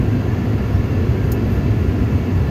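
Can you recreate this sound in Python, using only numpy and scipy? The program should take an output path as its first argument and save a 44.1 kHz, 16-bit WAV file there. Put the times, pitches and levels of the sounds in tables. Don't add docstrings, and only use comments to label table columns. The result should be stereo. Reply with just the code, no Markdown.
import sys
import numpy as np
from scipy import signal
from scipy.fft import rfft, irfft, next_fast_len
from scipy.io import wavfile
from scipy.ndimage import map_coordinates

SR = 44100
rng = np.random.default_rng(int(sys.argv[2]) if len(sys.argv) > 2 else 0)


def waveform_to_disk(signal):
    frames = np.transpose(np.atleast_2d(signal))
    scaled = np.clip(frames, -1, 1) * 32767
    samples = np.round(scaled).astype(np.int16)
    wavfile.write(sys.argv[1], SR, samples)


N = 110250

# (frequency [Hz], relative level [dB])
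CLOSE_SPECTRUM = [(3000, -20), (4200, -13), (5100, -5), (5800, -13.5), (6850, -3), (7800, -17),
                  (9200, -9.5), (10900, -11), (12000, 2), (12600, 0), (13700, -2), (15000, -7),
                  (15900, -21)]


def amp(db):
    return 10 ** (np.asarray(db) / 20)


def unit(x):
    return x / np.sqrt(np.mean(x ** 2) + 1e-20)


def along(points, hz):
    frequencies, values = np.transpose(points)
    return np.interp(np.log(hz + 1), np.log(frequencies + 1), values)


def level(points):
    return amp(np.interp(np.arange(N) / SR, *np.transpose(points)))


def bump(middle_s, sigma_s):
    return np.exp(-.5 * ((np.arange(N) / SR - middle_s) / sigma_s) ** 2)


def wobble(rate):
    knots = rng.standard_normal(int(N * rate / SR) + 4)
    return map_coordinates(knots, [np.arange(N) * rate / SR])


def filtered(x, response):
    size = next_fast_len(N + SR // 2)
    return irfft(rfft(x, size) * response(np.fft.rfftfreq(size, 1 / SR)), size)[..., :N]


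def rush(colour, likeness):
    def mid_side_gains(hz):
        angle = np.arccos(np.clip(likeness(hz), -1, 1)) / 2 * np.ones_like(hz)
        return colour(hz) * np.array([np.cos(angle), np.sin(angle)])
    mid, side = filtered(rng.standard_normal((2, N)), mid_side_gains)
    return unit(np.array([mid + side, mid - side]))


def resonance(centre_hz, width_hz, db, likeness):
    return amp(db) * rush(lambda hz: 1 / (1 + (2 * (hz - centre_hz) / width_hz) ** 2), lambda hz: likeness)


def air(spectrum, db):
    # (frequency [Hz], correlation [-1 to 1])
    likeness = [(150, 0.77), (260, 0.98), (340, -0.11), (440, 0.13), (540, -0.52), (830, -0.6),
                (1020, -0.47), (1800, -0.66), (2200, 0.53), (3200, -0.25), (5500, 0.0045), (15000, -0.18)]
    return amp(db) * rush(lambda hz: amp(along(spectrum, hz)), lambda hz: along(likeness, hz))


def engines(rumble_db=-18, drone_db=-25.5, drone_hz=107.7, wander=.03):
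    # (frequency [Hz], relative level [dB])
    spectrum = [(20, -25), (31, -18), (42, -5.5), (52, -8), (64, 4.5), (76, -1.5), (90, 4), (112, 1),
                (135, 0), (155, -10.5), (200, -15.5), (400, -65.5)]
    # (time [s], level [dB])
    surges = [(0, 2), (.16, -1), (.22, -3), (.32, -1), (.42, -5.5), (.49, 2), (.58, -2.5), (.79, 1.5),
              (.85, -5.5), (.96, 0), (1.12, 1), (1.19, -4.5), (1.25, 3), (1.38, -4.5), (1.5, 1), (1.61, -1),
              (1.7, 0), (1.9, 3), (1.96, -5.5), (2.03, 5.5), (2.09, -2.5), (2.17, 4.5), (2.28, -6.5),
              (2.36, 2), (2.5, 1.5)]
    rumble = amp(rumble_db) * rush(lambda hz: amp(along(spectrum, hz)), likeness=lambda hz: 0.99)
    pitch_hz = drone_hz * (1 + wander * wobble(12))
    drone = amp(drone_db) * unit(np.sin(2 * np.pi * np.cumsum(pitch_hz) / SR))
    return (rumble + drone) * level(surges)


def cabin_hum():
    # (frequency [Hz], width [Hz], level [dB], left-right likeness [-1 to 1])
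    bands = [(249.3, 14.2, -28, 0.38)]
    # (time [s], level [dB])
    swell = [(0, 2), (.2, 2.5), (.38, -9), (.5, 4), (.65, -3.5), (1.15, -7), (1.32, 2), (1.65, -12.5),
             (1.9, 8), (2.15, -2.5), (2.29, 5), (2.36, -2), (2.5, -6)]
    return sum(resonance(*band) for band in bands) * level(swell)


def airflow(roar_top_hz=520):
    # (frequency [Hz], relative level [dB])
    spectrum = [(60, -45), (140, -4.5), (210, 1), (285, -2), (315, -2.5), (385, -1.5), (480, -8),
                (570, -9.5), (720, -10), (850, -16.5), (1080, -15.5), (1200, -19), (1420, -17), (1530, -24),
                (1720, -17), (2000, -23), (2120, -25), (2260, -25), (2420, -28.5), (2800, -27), (3150, -35),
                (3800, -36), (6000, -79)]
    # (time [s], level [dB])
    swell = [(0, 1), (.36, -.7), (.5, 0.8), (.72, -2), (1.0, 0.4), (1.25, -0.3), (1.43, 2), (1.56, -.7),
             (1.7, 1.1), (2.1, -0.9), (2.5, 0)]
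    flow = air(spectrum, db=-21.5)
    roar = filtered(flow, lambda hz: 1 / (1 + (hz / roar_top_hz) ** 8))
    return flow + roar * (level(swell) - 1)


def vents(ripple_db=1.94, spacing_hz=55.5):
    # (frequency [Hz], relative level [dB])
    spectrum = [(1500, -32), (3300, 11), (3750, -3), (4200, 7), (4750, 3.5), (6000, 0.5), (6400, 2),
                (6700, -3), (7300, -3.5), (8500, -15.5), (9700, -12), (10900, -12), (12400, -2.5),
                (13700, -3), (14400, -11), (15700, -18)]
    hiss = air(spectrum, db=-46.5)
    knots_db = ripple_db * rng.standard_normal(4096)
    return filtered(hiss, lambda hz: amp(map_coordinates(knots_db, [hz / spacing_hz], mode="mirror")))


def ducts():
    # (frequency [Hz], width [Hz], level [dB], left-right likeness [-1 to 1])
    bands = [(485, 13, -42, -0.037), (988, 17, -51.5, 0.038), (1741, 30, -47, -0.5), (2635, 42, -51, 0.048),
             (4700, 100, -59, 0.45), (6405, 100, -61, -0.23)]
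    return sum(resonance(*band) for band in bands)


def fans(gain_db=0.5, wander=0.00161, flutter_db=7.5):
    # (frequency [Hz], relative level [dB])
    whines = [(862, -52), (1001, -59), (1115, -60), (1378, -56), (1593, -51.5), (1729, -58), (2670, -59),
              (2757, -56.5), (4059, -61), (4139, -68), (6422, -67.5)]
    sound = np.zeros((2, N))
    for hz, db in whines:
        phase = 2 * np.pi * np.cumsum(hz * (1 + wander * wobble(29.86))) / SR
        for channel in range(2):
            tone = np.sin(phase + rng.uniform(0, 2 * np.pi) + wobble(3.9))
            flutter = amp(flutter_db * wobble(7.7))
            sound[channel] += amp(db + gain_db) * unit(tone * flutter)
    return sound


def rustles():
    # (middle time [s], half length [s], level [dB])
    brushes = [(.72, .045, -57), (1.265, 0.047, -55), (1.535, 0.042, -50.5)]
    envelope = sum(amp(db) * bump(middle_s, half_s) for middle_s, half_s, db in brushes)
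    return envelope * rush(lambda hz: amp(along(CLOSE_SPECTRUM, hz)), likeness=lambda hz: 0)


def squeak():
    return bump(middle_s=.745, sigma_s=.02) * resonance(centre_hz=5430, width_hz=110, db=-56, likeness=1)


def tick(snap_t60_s=0.012, far_db=-9.5, far_delay_s=.002, cabin_t60_s=0.082):
    # (time [s], level [dB])
    snaps = [(1.3176, -22.5), (1.319, -21), (1.3222, -20), (1.3285, -29)]
    t = np.arange(N) / SR
    envelope = sum((t >= start) * amp(db - 60 * np.abs(t - start) / snap_t60_s) for start, db in snaps)
    near = envelope * unit(filtered(rng.standard_normal(N), lambda hz: amp(along(CLOSE_SPECTRUM, hz))))
    far = amp(far_db) * filtered(near, lambda hz: np.exp(-2j * np.pi * hz * far_delay_s))
    tail = rng.standard_normal((2, SR // 2)) * amp(-60 * t[:SR // 2] / cabin_t60_s)
    echo = signal.fftconvolve(near[None], tail / np.linalg.norm(tail[0]), axes=1)[:, :N]
    echo_db = [[-8.5], [-6]]
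    return np.array([far, near]) + amp(echo_db) * echo


def microphones(hz):
    # (frequency [Hz], level [dB])
    balance = [(60, -3), (125, 0), (200, -4.5), (380, -0.9), (800, -1.5), (1100, 0.5), (1500, -6),
               (2400, -0.3), (3400, -1), (4400, -2.8), (6400, -2.5), (7300, 1), (8600, 8), (10800, 5.5),
               (12400, -1.5), (15000, -4)]
    # (frequency [Hz], phase [rad])
    right_lead = [(150, -0.12), (280, 0.021), (620, -0.39), (1000, 0.4), (1450, -0.062), (1850, 0.16),
                  (2050, 0.96), (2600, 0.43)]
    half = np.array([[.5], [-.5]])
    return amp(half * along(balance, hz)) * np.exp(-1j * half * along(right_lead, hz))


def scene():
    cabin = engines() + cabin_hum() + airflow() + vents() + ducts() + fans()
    return filtered(cabin, microphones) + tick() + rustles() + squeak()


def record(dry, top_hz=15750):
    return filtered(dry, lambda hz: hz < top_hz)


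dry = scene()
out = record(dry)
waveform_to_disk(out)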